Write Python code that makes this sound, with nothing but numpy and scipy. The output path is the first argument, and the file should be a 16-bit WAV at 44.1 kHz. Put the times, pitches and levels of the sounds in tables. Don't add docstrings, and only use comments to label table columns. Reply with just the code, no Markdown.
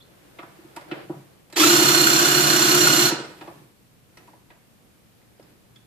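import sys
import numpy as np
from scipy import signal
from scipy.fft import rfft, irfft, next_fast_len
from scipy.io import wavfile
from scipy.ndimage import map_coordinates

SR = 44100
rng = np.random.default_rng(int(sys.argv[2]) if len(sys.argv) > 2 else 0)


def bounce(signal):
    frames = np.transpose(np.atleast_2d(signal))
    limited = np.clip(frames, -1, 1)
    pcm = np.round(limited * 32767).astype(np.int16)
    wavfile.write(sys.argv[1], SR, pcm)


def gain_from_db(level_db):
    decades = np.asarray(level_db, float) / 20
    return 10 ** decades


N = 258426
ON_S, BRAKE_S, STOP_S = 1.557, 3.06, 3.1


def unit(x):
    return x / np.sqrt(np.mean(np.abs(x) ** 2) + 1e-20)


def along(points, hz):
    f, v = np.transpose(points)
    return np.interp(np.log(hz + 1), np.log(f + 1), v)


def wobble(rate, size=N):
    knots = rng.standard_normal(int(size * rate / SR) + 4)
    return map_coordinates(knots, [np.arange(size) * rate / SR])


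def filtered(x, response):
    m = next_fast_len(x.shape[-1] + SR // 2)
    spectrum = rfft(x, m) * response(np.fft.rfftfreq(m, 1 / SR))
    return irfft(spectrum, m)[..., :x.shape[-1]]


def modes(rows):
    return lambda f: sum(gain_from_db(db) * 1j * f * w / (c * c - f * f + 1j * f * w) for c, w, db in rows)


def noise(spectrum, channels=1, size=N):
    white = rng.standard_normal((channels, size))
    return unit(filtered(white, lambda hz: gain_from_db(along(spectrum, hz))))


# centre_hz, width_hz, level_db
BENCH_MODES = [(311, 37, 6.5), (348.4, 28, 8.5), (315.8, 59, -10), (416, 120, -17)]
# centre_hz, width_hz, level_db
LEG_MODES = [(138, 4.7, 3), (156, 26, 2.5), (167, 66, -9), (214.2, 25, -1)]
# frequency_hz, density_db
RUMBLE_SPECTRUM = [(15, -54), (25, -27.5), (41, -12.5), (108, -10), (189, -8), (367, -18), (448, -19),
                   (600, -20.5), (780, -51.5), (1320, -120)]
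# frequency_hz, density_db
RUSTLE_SPECTRUM = [(180, -29.5), (300, 0), (375, -1.5), (412, -2.5), (743, -6.5), (951, -13), (1690, -13),
                   (5000, -26.5), (6500, -51), (11000, -120)]
# frequency_hz, density_db
HISS_SPECTRUM = [(410, -33.5), (700, -3.5), (1420, -8), (2110, -9), (2520, -8.5), (5960, -14), (13900, -13),
                 (15000, -19)]
# pitch_hz, level_db
HUM_LINES = [(118.4, -66), (317.6, -77), (479.1, -77)]
# start_s, length_s, legs_db, rustle_db, swish_db
STROKES = [
    (-.3, 1.98, -64, -57, -65.5),
    (0.87, 0.21, -81, -46, -78),
    (1.053, 0.2, -51, -71, -72),
    (3.144, 0.61, -54.5, -57.5, -63),
    (3.7, 3, -76.5, -69, -81),
    (4.077, 0.34, -63.5, -66.5, -70),
    (5.375, .22, -63.5, -68, -77),
]


def background():
    rumble_db, rustle_db, hiss_db = -60.5, -77.5, -68
    t = np.arange(N) / SR
    arcs = np.array([np.sin(np.pi * np.clip((t - s) / length, 0, 1)) for s, length, *_ in STROKES])
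    shove, brush, swish = gain_from_db(np.transpose(STROKES)[2:]) @ arcs
    hum = sum(gain_from_db(db + 1 + 2 * wobble(4)) * np.sin(2 * np.pi * hz * t) for hz, db in HUM_LINES)
    rumble = 0.49 * noise(RUMBLE_SPECTRUM) + 0.8 * noise(RUMBLE_SPECTRUM, channels=2)
    frame = modes(LEG_MODES + BENCH_MODES)
    legs = unit(filtered(noise(RUMBLE_SPECTRUM), lambda f: frame(f) * np.minimum(f / 120, 1) ** 2))
    rustle = noise(RUSTLE_SPECTRUM, channels=2) * gain_from_db(0.67 * wobble(10))
    hiss = np.hypot(gain_from_db(hiss_db), swish) * noise(HISS_SPECTRUM, channels=2)
    moving = gain_from_db(rumble_db) * rumble + shove * legs + np.hypot(gain_from_db(rustle_db), brush) * rustle
    return hum + gain_from_db(2) * moving + gain_from_db(6) * hiss


# frequency_hz, t60_s
GARAGE_DECAY = [(150, 0.83), (400, 0.39), (1500, 0.54), (4000, .45), (8000, 0.31), (14000, .15)]
# frequency_hz, level_db
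ROOM_LEVEL = [(150, -17), (400, -14.5), (700, -5.5), (1200, 2.5), (4000, -1), (12000, 1.5)]


def garage(x):
    hz, t, z = signal.stft(rng.standard_normal((2, SR)), SR, nperseg=256)
    clutter = gain_from_db(-60 * t / 0.04)
    walls = gain_from_db(-6.5 - 60 * t / along(GARAGE_DECAY, hz)[:, None])
    tail = signal.istft(z * (clutter + walls), SR, nperseg=256)[1]
    tail = filtered(tail, lambda f: gain_from_db(along(ROOM_LEVEL, f))) / np.linalg.norm(tail[0])
    return signal.fftconvolve(np.pad(x, (60, 0))[None], tail, axes=1)[:, :N]


# start_s, pitch_hz, level_db, t60_s
RINGS = [(.004, 3505, -45.5, 0.073), (.02, 4160, -52, 0.074), (.392, 1190, -27, 0.023),
         (0.428, 1220, -36.5, 0.056), (0.771, 933, -24.5, 0.04), (1.33, 4240, -54, 0.028),
         (1.497, 820, -52, .03), (3.09, 3950, -38, .02), (3.414, 970, -36, 0.052), (3.478, 913, -29, .04),
         (4.28, 943, -46.5, 0.069), (4.334, 823, -39, .03), (5.214, 2030, -56, 0.014),
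         (5.397, 490, -29.5, 0.0095), (5.4275, 4800, -34, .004), (4.172, 5640, -37, .012),
         (5.76, 3370, -41, 0.026)]


def rings():
    out, n = np.zeros(N + SR), SR // 4
    t = np.arange(n) / SR
    for s, hz, db, t60 in RINGS:
        drift = 1.6 * wobble(250, size=n) * np.minimum(t / 0.005, 1)
        lower = np.sin(2 * np.pi * hz * t + drift)
        upper = 0.5 * np.sin(2 * np.pi * 1.06 * hz * t + 1.5 - drift)
        envelope = gain_from_db(db - 60 * t / t60) * (1 - np.exp(-t / 0.0009))
        out[round(s * SR):][:n] += (lower + upper) * envelope
    return out[:N]


# pitch_hz, width_hz, t60_s, rise_s, level_db
BURSTS = [
    (620, 470, 0.25, .003, 1.5),
    (1818, 1760, 0.091, 0.0033, 0),
    (4700, 3200, 0.026, 0.0026, 1),
    (9430, 5000, 0.018, 0.0012, -2.5),
]
# start_s, bench_db, air_db, brightness_octaves over 250 Hz, spread_octaves
KNOCKS = [(0.386, -37, -35, 2.38, 0.89), (0.428, -39, -48, 1.6, 2.1), (0.762, -34, -37.5, 3.2, 2.4),
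          (0.809, -46, -46, 1.5, 3.1), (0.912, -21, -28, 2.38, 1), (1.094, -20.5, -32.5, 0.51, 1),
          (1.499, -67, -54, 3.3, 3.8), (1.525, -40, -39.5, 3.5, 1.9), (1.562, -35, -22.5, 3, 0.98),
          (3.409, -36, -36, 2.2, 1.35), (3.473, -37, -42, 1.1, 1.96), (4.171, -53, -47, 3.26, 1.94),
          (4.273, -61, -56, 1.2, 3.6), (4.332, -64, -55, 1.8, 0.82), (4.502, -49.5, -47.5, 2.45, 1.2),
          (5.213, -76, -65, 3.8, 1.9), (5.395, -48, -57, 1.4, 3.1), (5.426, -63, -56, 4, 1),
          (5.757, -59.5, -52, 3.65, 0.88)]
# start_s, bench_db
BUMPS = [(0.582, -40), (0.641, -38), (0.714, -49.5), (0.854, -42), (0.964, -34), (0.989, -48.5),
         (1.04, -41), (1.142, -37), (1.181, -46.5), (3.117, -14.5), (3.192, -26.5), (3.494, -40.5)]


def knocks():
    crack_db, crack_t60_s = 7.5, 0.019
    air, push = np.zeros(N + SR), np.zeros(N + SR)
    t = np.arange(SR // 4) / SR
    for s, _, air_db, bright, spread in KNOCKS:
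        grits = rng.standard_normal((4, len(t)))
        for (hz, width_hz, t60, rise, db), grit in zip(BURSTS, grits):
            level_db = air_db - 6 * ((np.log2(hz / 250) - bright) / spread) ** 2
            decay = gain_from_db(-60 * t / t60) + gain_from_db(crack_db - 60 * t / crack_t60_s)
            burst = grit * gain_from_db(level_db + db) * decay * (1 - np.exp(-t / rise))
            burst = burst * (SR / width_hz / 3) ** 0.5
            band = modes([(hz, 1.7 * width_hz, 0)])
            air[round(s * SR):][:len(t)] += filtered(burst, lambda f: band(f) ** 4)
    for s, bench_db, *_ in KNOCKS + BUMPS:
        push[round((s + 0.003) * SR)] = gain_from_db(bench_db + 39)
    padded = modes([(330, 150, 0)])
    top, legs = modes(BENCH_MODES), modes(LEG_MODES)
    bench = filtered(push, lambda f: padded(f) ** 4 * (1 + 0.72 * top(f)) + gain_from_db(-9.5) * legs(f) ** 2)
    return (air + bench)[:N]


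# start_s, end_s, pitch_hz, level_db
COIL_TONE = (1.541, 1.558, 3900, -43)


def switch():
    start, end, hz, db = COIL_TONE
    t = np.arange(N) / SR
    gate = np.clip(np.minimum(t - start, end - t) / 0.0028, 0, 1)
    return gain_from_db(db) * gate * (np.sin(2 * np.pi * hz * t) + 0.34 * np.sin(2 * np.pi * 2 * hz * t))


# frequency_hz, density_db
RATTLE_SPECTRUM = [(120, -46.5), (200, -17.5), (323, -2.5), (563, -11), (750, -13), (880, -12.5),
                   (1170, -21), (5760, -27), (9000, -34.5), (11700, -63), (19800, -120)]


def coast():
    after = np.arange(N) / SR - STOP_S
    level_db = -26.5 - 95.5 * np.abs(after) + 1.9 * wobble(60)
    return (after > 0) * gain_from_db(level_db) * noise(RATTLE_SPECTRUM)[0]


TOOTH_ORDERS = [45.05, 88.7, 131, 176.5, 221.3, 266.5, 308, 352, 396, 439]
# level_db, swell once a turn, wander_rad
TOOTH_LEVELS = [(-8.5, .6, 0.57), (-11, 0.39, 0.35), (-4.5, 0.44, 0.7), (-9.5, 0.29, 0.27),
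                (-5.5, 0.27, 2.3), (-20, 0.28, 1.4), (-17.5, 0.26, 2.7), (-20, 0.38, 1.6), (-24.5, .6, 1.5),
                (-23, .6, 1.6)]
LINE_ORDERS = [4.05, 4.47, 5, 6.48, 10, 10.96, 18.9, 21.93, 35, 37.9, 176.5, 50.4, 87.5, 89.7, 108.4]
LINE_LEVELS = [-41.5, -38, -52.5, -43.5, -33.5, -31, -46, -40, -45.5, -40, -46.5, -43, -46, -44.5, -45.5]
# frequency_hz, density_db
RASP_SPECTRUM = [(250, -38.5), (420, -16), (560, -11), (900, -11.5), (1250, -13), (2100, -11.5),
                 (3500, -9.5), (5100, -12), (6400, -3), (7900, -17.5), (9400, -19), (12200, -18),
                 (14300, -19.5), (15000, -15.5)]
# time_s, load_db
LOAD = [
    (1.56, 4),
    (1.62, 4),
    (1.72, 1.5),
    (1.95, 0.13),
    (2.45, -0.5),
    (2.9, 0.93),
    (3.06, -0.6),
]


def spindle_speed(t):
    full_hz, sag_hz_per_s, brake_hz_per_s2 = 1434, 6, 72000
    spin_up_s, head_start_s = 0.118, 0.1
    braked = np.maximum(t + ON_S - BRAKE_S, 0)
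    spin_up = 1 - np.exp(-((t + head_start_s) / spin_up_s) ** 2)
    tooth_hz = (full_hz - sag_hz_per_s * t) * spin_up - brake_hz_per_s2 * braked ** 2
    return tooth_hz, tooth_hz / full_hz


def gear_whine(turn, tight):
    n, whine = len(turn), 0
    for k, (db, swell, wander) in zip(TOOTH_ORDERS, TOOTH_LEVELS):
        bead = np.exp(swell * tight) * gain_from_db(0.9 * wobble(45, size=n))
        skirt = 1.24 * wobble(260, size=n) * np.cos(k * turn)
        phase = k * turn + wander * (wobble(45, size=n) + np.sin(turn + k))
        whine = whine + gain_from_db(db) * unit(bead) * (skirt + np.sin(phase))
    return whine


def spindle_lines(turn):
    lines = 0
    for k, db in zip(LINE_ORDERS, LINE_LEVELS):
        level_db = db + 2 * wobble(9, size=len(turn))
        lines = lines + gain_from_db(level_db) * np.sin(k * turn + 0.73 * wobble(9.25, size=len(turn)))
    return lines


def gear_chatter(n):
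    hits = rng.standard_normal(n) * gain_from_db(4 * wobble(120, size=n))
    return unit(filtered(hits, modes([(2300, 540, 1), (4600, 900, -4.5)])))


def driver():
    teeth = 44
    gear_db, chatter_db, shake_db, thrum_db = -19.5, 5, -25, -34
    engage_s, brake_db_per_s = 0.022, 110
    first, n = round(ON_S * SR), round((STOP_S - ON_S) * SR)
    t = np.arange(n) / SR
    tooth_hz, speed = spindle_speed(t)
    load_db = np.interp((first + np.arange(n)) / SR, *np.transpose(LOAD))
    braked = np.maximum(t + ON_S - BRAKE_S, 0)
    engaged = (1 - np.exp(-t / engage_s)) * gain_from_db(-brake_db_per_s * braked)
    turn = 2 * np.pi * np.cumsum(tooth_hz * (1 + 0.001189 * wobble(10, size=n))) / SR / teeth
    seated = speed ** 1.2
    tight = np.cos(turn) + 0.5 * np.cos(2 * turn + 0.4) + 0.25 * np.cos(turn / 2)
    tones = gain_from_db(-2.3) * gear_whine(turn, tight) + gain_from_db(23.5) * seated ** 10 * spindle_lines(turn)
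    rasp = noise(RASP_SPECTRUM, size=n)[0] * gain_from_db(0.99 * wobble(110, size=n) + 0.66 * tight)
    chatter = gain_from_db(chatter_db) * (1 - seated) * seated * gear_chatter(n)
    air = gain_from_db(gear_db + load_db) * (rasp + seated * tones + chatter)
    top = modes(BENCH_MODES)
    shake = unit(filtered(rng.standard_normal(n), lambda f: top(f) ** 2))
    shake = gain_from_db(shake_db + 1.6 * load_db) * shake
    thrum = unit(filtered(rng.standard_normal(n), modes(LEG_MODES)))
    thrum = gain_from_db(thrum_db) * speed ** 2.3 * thrum
    return np.pad(engaged * (air + shake + thrum), (first, N - first - n))


# frequency_hz, left_minus_right_db
PORT_TILT = [(60, -2), (110, -3), (200, -0.5), (380, 2), (700, -3.5), (1290, 0.5), (2380, -1.5), (4400, -4),
             (8120, -10), (15000, -8.5)]
# frequency_hz, left_lead_rad
PORT_LEAD = [(0, 1), (950, 0), (1210, -1.5), (1810, 7), (2330, 4.5), (2840, 8), (3880, 4.5), (4220, 6),
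             (5940, 3.5), (7320, 5), (8270, 5), (9990, 5), (11500, 9.5), (15300, 11)]
# centre_hz, width_hz, depth_db
PORT_DIPS = [(6350, 1200, -3.5), (9370, 250, -1.5), (10600, 520, 0)]


def scene():
    low_cut_hz = 112
    press = coast() + switch() + knocks() + rings()
    heard = press + driver() + garage(press + driver())
    side = np.array([[0.5], [-0.5]])
    dips = modes(PORT_DIPS)

    def stiff(f):
        x = f / low_cut_hz
        return (1j * x) ** 4 / (1 + 1.2j * x - x ** 2) ** 2 + gain_from_db(-33.5)

    def ports(f):
        colour = gain_from_db(side * along(PORT_TILT, f)) * np.exp(1j * side * along(PORT_LEAD, f))
        return stiff(f) * (1 - dips(f)) * colour

    return filtered(gain_from_db(-1.5) * heard, ports) + background()


def roll_off(x):
    return signal.sosfilt(signal.butter(12, 15720, fs=SR, output="sos"), x)


def record(dry):
    top_hz = 14540
    held = dry / (1 + np.abs(dry / 0.95) ** 6) ** (1 / 6)
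    mix = filtered(held, lambda hz: np.clip((top_hz - hz) / 60, 0, 1))
    return roll_off(mix)


dry = scene()
out = record(dry)
bounce(out)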